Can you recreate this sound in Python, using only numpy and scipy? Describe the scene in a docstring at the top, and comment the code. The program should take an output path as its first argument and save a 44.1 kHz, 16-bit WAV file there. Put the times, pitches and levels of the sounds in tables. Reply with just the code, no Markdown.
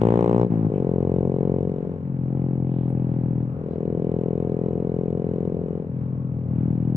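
"""Small motorcycle from the saddle

A single-cylinder engine on a city street: each cycle barks with the throttle open and thuds, a little
later, with it shut; a gear change comes early. Barks and thuds are filtered pulses, gas is gated noise,
and metal ticks ring under load. A fainter, slower drone is a stack of tones; road and traffic hiss and
rumble are coloured noise, with brief squeaks and a faint whine. Two close microphone ports hear it."""
import sys
import numpy as np
from scipy import signal
from scipy.fft import rfft, irfft, next_fast_len
from scipy.io import wavfile
from scipy.ndimage import map_coordinates

SR = 44100
rng = np.random.default_rng(int(sys.argv[2]) if len(sys.argv) > 2 else 0)


def inscribe(sig):
    """Save sig as 16-bit PCM at rate SR to the path in sys.argv[1].

    A 1-D sig is mono; a 2-D sig holds one channel per row.
    Samples are clipped to [-1, 1] before scaling.
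    """
    pcm = np.round(np.clip(np.atleast_2d(sig).T, -1, 1) * 32767)
    wavfile.write(sys.argv[1], SR, pcm.astype(np.int16))


N = 306936
TIME = np.arange(N) / SR
PULSE_SAMPLES = 4096
THUD_DELAY_S = .0036  # thud after bark

# Engine speed: start_s, cycle_rate_hz
ENGINE_SPEED = [(0.0, 56.56), (0.44, 59.3), (0.58, 54.52), (0.7, 53.47), (0.82, 43.98), (1.45, 45.14),
                (1.7, 45.36), (2.05, 44.87), (2.25, 43.18), (2.35, 44.12), (3.4, 41.23), (3.5, 42.71),
                (3.7, 41.5), (5.0, 42.99), (5.7, 43.27), (6.4, 42.11), (6.5, 41.04), (6.96, 41.25)]
# Engine load, 1 full throttle, 0 neutral, below 0 engine braking: start_s, load
ENGINE_LOAD = [(0, 1), (.43, .88), (.48, 0.2), (.51, -1), (.6, -.68), (.66, -0.94), (.7, 0.33), (.73, 0.54),
               (.81, 0.52), (.87, 0.55), (1.56, 0.57), (1.75, 0.3), (1.95, 0.13), (2.06, -0.24),
               (2.26, -0.32), (2.35, -0.44), (2.7, -0.44), (3.4, -0.47), (3.46, -.24), (3.6, 0.093),
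               (3.76, 0.27), (3.85, 0.4), (4.2, 0.46), (5.45, .38), (5.8, 0.21), (5.93, -0.17),
               (6.46, -0.18), (6.53, -0.45), (6.67, -0.65), (6.8, -.46), (6.88, -0.57)]
# What follows the load: load, boom_db, rasp_db, rasp_t60_s, crack_db, hiss_db, rumble_db
LOAD_EFFECTS = [(-0.92, -6.5, -70, .018, -83, -45, -38), (-0.48, 1, -65.5, 0.0096, -85, -51.5, -45),
                (-0.047, 8, -73.5, 0.011, -90.5, -53, -45), (0.15, 6, -71.5, 0.016, -85, -51.5, -42.5),
                (0.17, -8.5, -72.5, 0.0097, -84.5, -51, -40), (.42, -0.5, -64.5, 0.006, -76.5, -50.5, -40),
                (.58, 2, -64.5, 0.0096, -74, -50, -39), (0.98, -1.5, -50.5, 0.021, -64.5, -42.5, -39)]


def amp(db):
    """Amplitude factor for a level in dB."""
    return 10 ** (np.asarray(db) / 20)


def unit(x):
    """Scale a signal to rms 1."""
    return x / np.sqrt(np.mean(x ** 2) + 1e-20)


def along(points, hz):
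    """Read (Hz, value) points on a log frequency axis."""
    f, v = np.transpose(points)
    return np.interp(np.log(hz + 1), np.log(f + 1), v)


def curves(rows, positions):
    """Read each column after the first, which holds the times or loads, at the given positions."""
    knots, *columns = np.transpose(rows)
    return [np.interp(positions, knots, column) for column in columns]


def filtered(x, response):
    """Multiply the spectrum of x by a complex response of frequency."""
    length = next_fast_len(N + 8192)
    return irfft(rfft(x, length) * response(np.fft.rfftfreq(length, 1 / SR)), length)[..., :N]


def noise(spectrum, alike, envelope=1):
    """Stereo noise, gated and then coloured, rms 1; alike is the correlation of the two sides."""
    a, b = rng.standard_normal((2, N)) * envelope
    turn = np.arccos(np.clip(alike, 0, 1)) / 2
    common, opposed = np.cos(turn) * a, np.sin(turn) * b
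    pair = np.array([common + opposed, common - opposed])
    return unit(filtered(pair, lambda hz: amp(along(spectrum, hz))))


def wander(rate_hz):
    """A smooth random curve through about rate_hz new values a second."""
    return map_coordinates(rng.standard_normal(200), [TIME * rate_hz])


def engine():
    """Combustion pulses and metal ticks, with the gas that leaves at each firing."""
    times = firings(jitter_s=.00005)
    pulses = thuds(times, size_db=.45, colour_db=.4, later_s=THUD_DELAY_S)
    return pulses + ticks(times) + gas(times)


def firings(jitter_s):
    """Times at which the crank completes a four-stroke cycle, each a little early or late."""
    cycles = np.cumsum(curves(ENGINE_SPEED, TIME)[0]) / SR + .056
    times = np.interp(np.arange(1, int(cycles[-1]) + 1), cycles, TIME)
    return np.clip(times + jitter_s * rng.standard_normal(400)[:len(times)], 0, TIME[-1])


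def thuds(times, size_db, colour_db, later_s):
    """Bark and thud are two pressure pulses a cycle; the load decides which one is heard."""
    # Relative spectra of the shut-throttle thud, cruising bark and full-load bark: pitch_hz, level_db
    shut_spectrum = [(43, -37.5), (128, 1.5), (298, -9), (426, -16.5), (468, -24), (553, -21), (639, -51),
                     (681, -28.5), (809, -31), (851, -33.5), (936, -46.5), (1022, -38.5), (1362, -62),
                     (2500, -98.5)]
    cruise_spectrum = [(43, -23.5), (128, 0), (171, 1), (299, -7.5), (426, -1.5), (554, -11), (640, -27),
                       (725, -18), (768, -33), (853, -27), (938, -38), (1066, -29.5), (1365, -56),
                       (2500, -89)]
    full_spectrum = [(58, -17), (117, -1.5), (291, -7), (408, -3.5), (524, -7.5), (641, -18.5),
                     (874, -18.5), (932, -25), (990, -20), (1165, -22.5), (1223, -25), (1340, -36),
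                     (1398, -45.5), (2500, -91.5)]
    # Gain of the thud's upper harmonics: start_s, level_db
    upper_gain = [(.5, 1.5), (.7, 1.5), (2.05, -5.5), (2.35, 2.5), (3.4, -0.5), (3.55, -4.5), (5.9, -4.5),
                  (6.5, -6), (6.96, -4.5)]
    upper_from_hz = 328
    boom_hz, boom_octaves = 125.8, 0.092
    cruise_load, full_load = 0.43, .85  # the bark changes from cruising to full load between these

    hz = np.fft.rfftfreq(PULSE_SAMPLES, 1 / SR)
    load = curves(ENGINE_LOAD, times)[0][:, None]
    boom = curves(LOAD_EFFECTS, load)[0] * np.exp(-(np.log2((hz + 1) / boom_hz) / boom_octaves) ** 2)
    fullness = np.clip((load - cruise_load) / (full_load - cruise_load), 0, 1)
    bark = (1 - fullness) * along(cruise_spectrum, hz) + fullness * along(full_spectrum, hz)
    upper = curves(upper_gain, times)[0][:, None] / (1 + (upper_from_hz / (hz + 1)) ** 10)
    thud = along(shut_spectrum, hz) + upper

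    # Random colour is drawn every third of an octave
    bands = np.clip(3 * np.log2((hz + 1) / 60), 0, 14)
    knots = np.meshgrid(np.arange(len(times)), bands, indexing="ij")
    spectrum = 0
    for db, gain, delay in zip([bark, thud], bark_thud_gains(load), [0, later_s]):
        db = db - 10 * np.log10(np.sum(amp(db) ** 2, 1, keepdims=True))
        chance = rng.standard_normal((400, 16))[:len(times)]
        scatter_db = colour_db * map_coordinates(chance, knots, order=1)
        scatter_db = scatter_db + size_db * chance[:, -1:]  # no two burns alike
        delayed = causal(db + boom) * np.exp(-2j * np.pi * hz * delay)
        spectrum = spectrum + gain * amp(scatter_db) * delayed

    # Equal power at any engine speed
    energy = np.sqrt(SR * PULSE_SAMPLES / curves(ENGINE_SPEED, times)[0] / 2)
    start = np.floor(times * SR).astype(int)
    shift = np.exp(-2j * np.pi * hz * (times - start / SR)[:, None])  # the part of a sample left over
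    pulses = -energy[:, None] * irfft(spectrum * shift)  # suction comes first
    sample = np.arange(PULSE_SAMPLES)
    fade_out = signal.windows.tukey(PULSE_SAMPLES, .5).clip(sample < PULSE_SAMPLES / 2)
    pulses = pulses * fade_out * np.clip(sample / 12, 0, 1)  # each rises softly and dies away fully
    return np.bincount((start[:, None] + sample).ravel(), pulses.ravel(), N + PULSE_SAMPLES)[:N]


def bark_thud_gains(load):
    """Gains of bark and thud: the positive and negative part of the load, rounded near zero."""
    full_db, overlap = -18, 0.26  # pulse level near load 1; load range where both sound
    size = np.sqrt(load ** 2 + overlap ** 2)
    return amp(full_db) * (size + load) / 2, amp(full_db) * (size - load) / 2


def causal(db):
    """Minimum-phase spectra for rows of gains, so that each pulse begins at its firing."""
    hz = np.fft.rfftfreq(PULSE_SAMPLES, 1 / SR)
    # Deep bass falls away below 45 Hz, as through a microphone's high-pass
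    db = db + 40 * np.log2(np.clip(hz / 45, 1e-3, 1))
    cepstrum = irfft(np.maximum(db, -110) * np.log(10) / 20)
    cepstrum[:, 1:PULSE_SAMPLES // 2] *= 2
    cepstrum[:, PULSE_SAMPLES // 2 + 1:] = 0
    return np.exp(rfft(cepstrum))


def gas(times):
    """Rasp and crack of escaping gas: noise that bursts and dies after each firing."""
    # Relative noise spectra of the rasp and the crack: pitch_hz, level_db (per Hz)
    rasp_spectrum = [(900, -65.5), (1300, 1.5), (1800, -3), (2400, -4), (3000, -10.5), (3700, -19),
                     (4500, -21.5), (6000, -67)]
    crack_spectrum = [(2060, -26), (3500, -4), (4410, -11), (7140, -14), (8010, -12.5), (11300, -22.5),
                      (13400, -31), (15000, -29)]
    _, rasp_db, rasp_t60, crack_db, *_ = curves(LOAD_EFFECTS, curves(ENGINE_LOAD, TIME)[0])
    # The gas leaves with the louder pulse
    times = times + THUD_DELAY_S * (curves(ENGINE_LOAD, times)[0] < 0)
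    # A small constant flow remains between the firings
    rasp_envelope = puffs(times, np.abs(rasp_t60), scatter_db=0.6) + .09
    crack_envelope = puffs(times, t60=0.014, scatter_db=0.5) + 0.014
    rasp = noise(rasp_spectrum, 0.28, rasp_envelope)
    crack = noise(crack_spectrum, 0.8, crack_envelope)
    return amp(rasp_db) * rasp + amp(crack_db) * crack


def puffs(times, t60, scatter_db):
    """A dying envelope after every firing, of new height each time; t60 in seconds."""
    last = np.clip(np.searchsorted(times, TIME) - 1, 0, None)
    height = amp(scatter_db * rng.standard_normal(400))
    return height[last] * amp(-60 * np.abs(TIME - times[last]) / t60)


def ticks(times):
    """Metal rings briefly at each firing under load: a few decaying sines with a soft onset."""
    # Metal modes: pitch_hz, level_db (relative), t60_s
    metal_modes = [(2220, -4, 0.022), (2933, -4.5, 0.022), (3630, -8.5, 0.016), (4050, -11.5, .02)]
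    level_db, top_load = -49, 0.39  # level per unit load; no growth above top_load
    t = np.arange(2048) / SR
    chance = rng.standard_normal((400, 2 * len(metal_modes)))[:len(times)]
    ring = 0
    for k, (hz, db, t60) in enumerate(metal_modes):
        decay = amp(db + 2.5 * chance[:, [k]] - 60 * t / t60)
        ring = ring + decay * np.sin(2 * np.pi * hz * t + 0.9 * chance[:, [-1 - k]])
    ring = ring * (1 - np.exp(-t / 0.00064))
    ring = ring * amp(level_db) * np.clip(curves(ENGINE_LOAD, times)[0], 0, top_load)[:, None]
    where = np.round(times * SR).astype(int)[:, None] + np.arange(len(t))
    return np.bincount(where.ravel(), ring.ravel(), N + len(t) + 1)[:N]


def drone():
    """Slightly unsteady tones at multiples of one slow rate."""
    # Course of the drone: start_s, rate_hz, level_db (before each multiple's own level)
    drone_course = [(0, 37.43, -31), (.33, 38.4, -29.5), (.6, 35, -39), (.9, 30.01, -35),
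                    (1.6, 31.02, -35.5), (2.5, 30.78, -39.5), (3.6, 29.91, -36.5), (4.4, 29.12, -42.5),
                    (5.4, 31.12, -35.5), (6.96, 30.02, -36.5)]
    # Multiples of the rate that sound: multiple
    drone_multiples = (2, 3, 5, 6)
    # Their levels over the course: level_db
    multiple_levels = (-17.5, -2.5, 2, -3)
    rate, level_db = curves(drone_course, TIME)
    phase = 2 * np.pi * np.cumsum(rate) / SR
    out = np.zeros(N)
    for k, db in zip(drone_multiples, multiple_levels):
        level = amp(level_db + db + 2.5 * wander(4))
        out += level * np.sin(k * phase + 0.45 * wander(4))
    return out


def squeaks():
    """Short, high squeaks: tones blurred by a randomly drifting phase."""
    # Squeaks: start_s, length_s, pitch_hz, level_db (peak)
    squeak_list = [(2.824, 0.018, 9160, -77.5), (2.889, .014, 9160, -67), (2.89, 0.032, 8820, -69.5)]
    out = np.zeros(N)
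    for start, length, hz, db in squeak_list:
        swell = np.sin(np.pi * np.clip((TIME - start) / length, 0, 1)) ** 2
        drift = np.cumsum(rng.standard_normal(N)) * .06
        out += amp(db) * swell * np.sin(2 * np.pi * hz * TIME + drift)
    return out


def street():
    """Road and traffic: noise hiss over a lumpy rumble, both following the load, with swells and a whine."""
    # Relative noise spectra of hiss and rumble: pitch_hz, level_db (per Hz)
    hiss_spectrum = [(300, -23), (500, -1), (800, -8), (1200, -12.5), (1700, -19.5), (2500, -27.5),
                     (3300, -37.5), (4500, -45), (8000, -52.5), (11000, -59.5), (15500, -72)]
    rumble_spectrum = [(20, -120), (30, -10), (60, -9), (170, 3.5), (300, -1.5), (600, -11), (1000, -31.5),
                       (1500, -120)]
    *_, hiss_db, rumble_db = curves(LOAD_EFFECTS, curves(ENGINE_LOAD, TIME)[0])
    hiss = amp(hiss_db + wander(7)) * noise(hiss_spectrum, 0.33)
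    rumble = amp(rumble_db) * noise(rumble_spectrum, 0.92, amp(4 * wander(12)))
    return hiss + rumble + swells() + whine()


def swells():
    """Brief swells of hiss: band noise that rises and falls smoothly."""
    # Swells: middle_s, length_s, centre_hz, level_db (at the middle)
    swell_list = [(0.767, .12, 2400, -61.5), (2.78, .4, 3000, -70), (3.554, .35, 1250, -60),
                  (3.731, 0.13, 4000, -75), (6.2, .7, 1100, -61)]
    half_width_octaves = .35  # 9 dB down there
    out = 0
    for middle, length, hz, db in swell_list:
        band = [(hz * 2 ** (k * half_width_octaves), -9 * k * k) for k in range(-3, 4)]
        rise_and_fall = np.cos(np.pi * np.clip((TIME - middle) / length, -.5, .5)) ** 2
        out = out + amp(db) * rise_and_fall * noise(band, .4)
    return out


def whine():
    """A faint tone, wandering in pitch, that comes and goes."""
    centre_hz, centre_db = 1328, -71.5
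    phase = 2 * np.pi * np.cumsum(centre_hz + 8 * wander(10)) / SR
    return amp(centre_db + 4.3 * wander(8)) * np.sin(phase)


def scene():
    """The motorcycle close by, over the drone, the street and the squeaks."""
    return engine() + drone() + street() + squeaks()


def record(dry):
    """The two microphone ports differ in level and arrival time; nothing passes above the band limit."""
    # Left port over right: pitch_hz, level_db
    left_over_right = [(43, -1.5), (170, 5.5), (300, 0), (470, 4.5), (800, 7), (1050, 8.5), (1500, 2),
                       (2600, -4), (5300, -1.5), (7200, -6.5), (8600, -4.5)]
    # Phase by which the left port leads, besides its lag: pitch_hz, lead_rad
    left_lead = [(220, .1), (400, .65), (900, 1.1), (1170, -.3), (1500, .3), (4300, .5), (5200, -1),
                 (7300, 3.1), (11500, 10.4)]
    left_lag_s, top_hz = .00034, 15700
    dry = dry / (1 + np.abs(dry / .6) ** 4) ** (1 / 4)  # the loudest peaks round off
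    half = np.array([[.5], [-.5]])  # each port takes half of the difference

    def ports(hz):
        lead = along(left_lead, hz) - 2 * np.pi * hz * left_lag_s
        return amp(half * along(left_over_right, hz)) * np.exp(1j * half * lead) * (hz < top_hz)

    return filtered(dry, ports)


dry = scene()
out = record(dry)
inscribe(out)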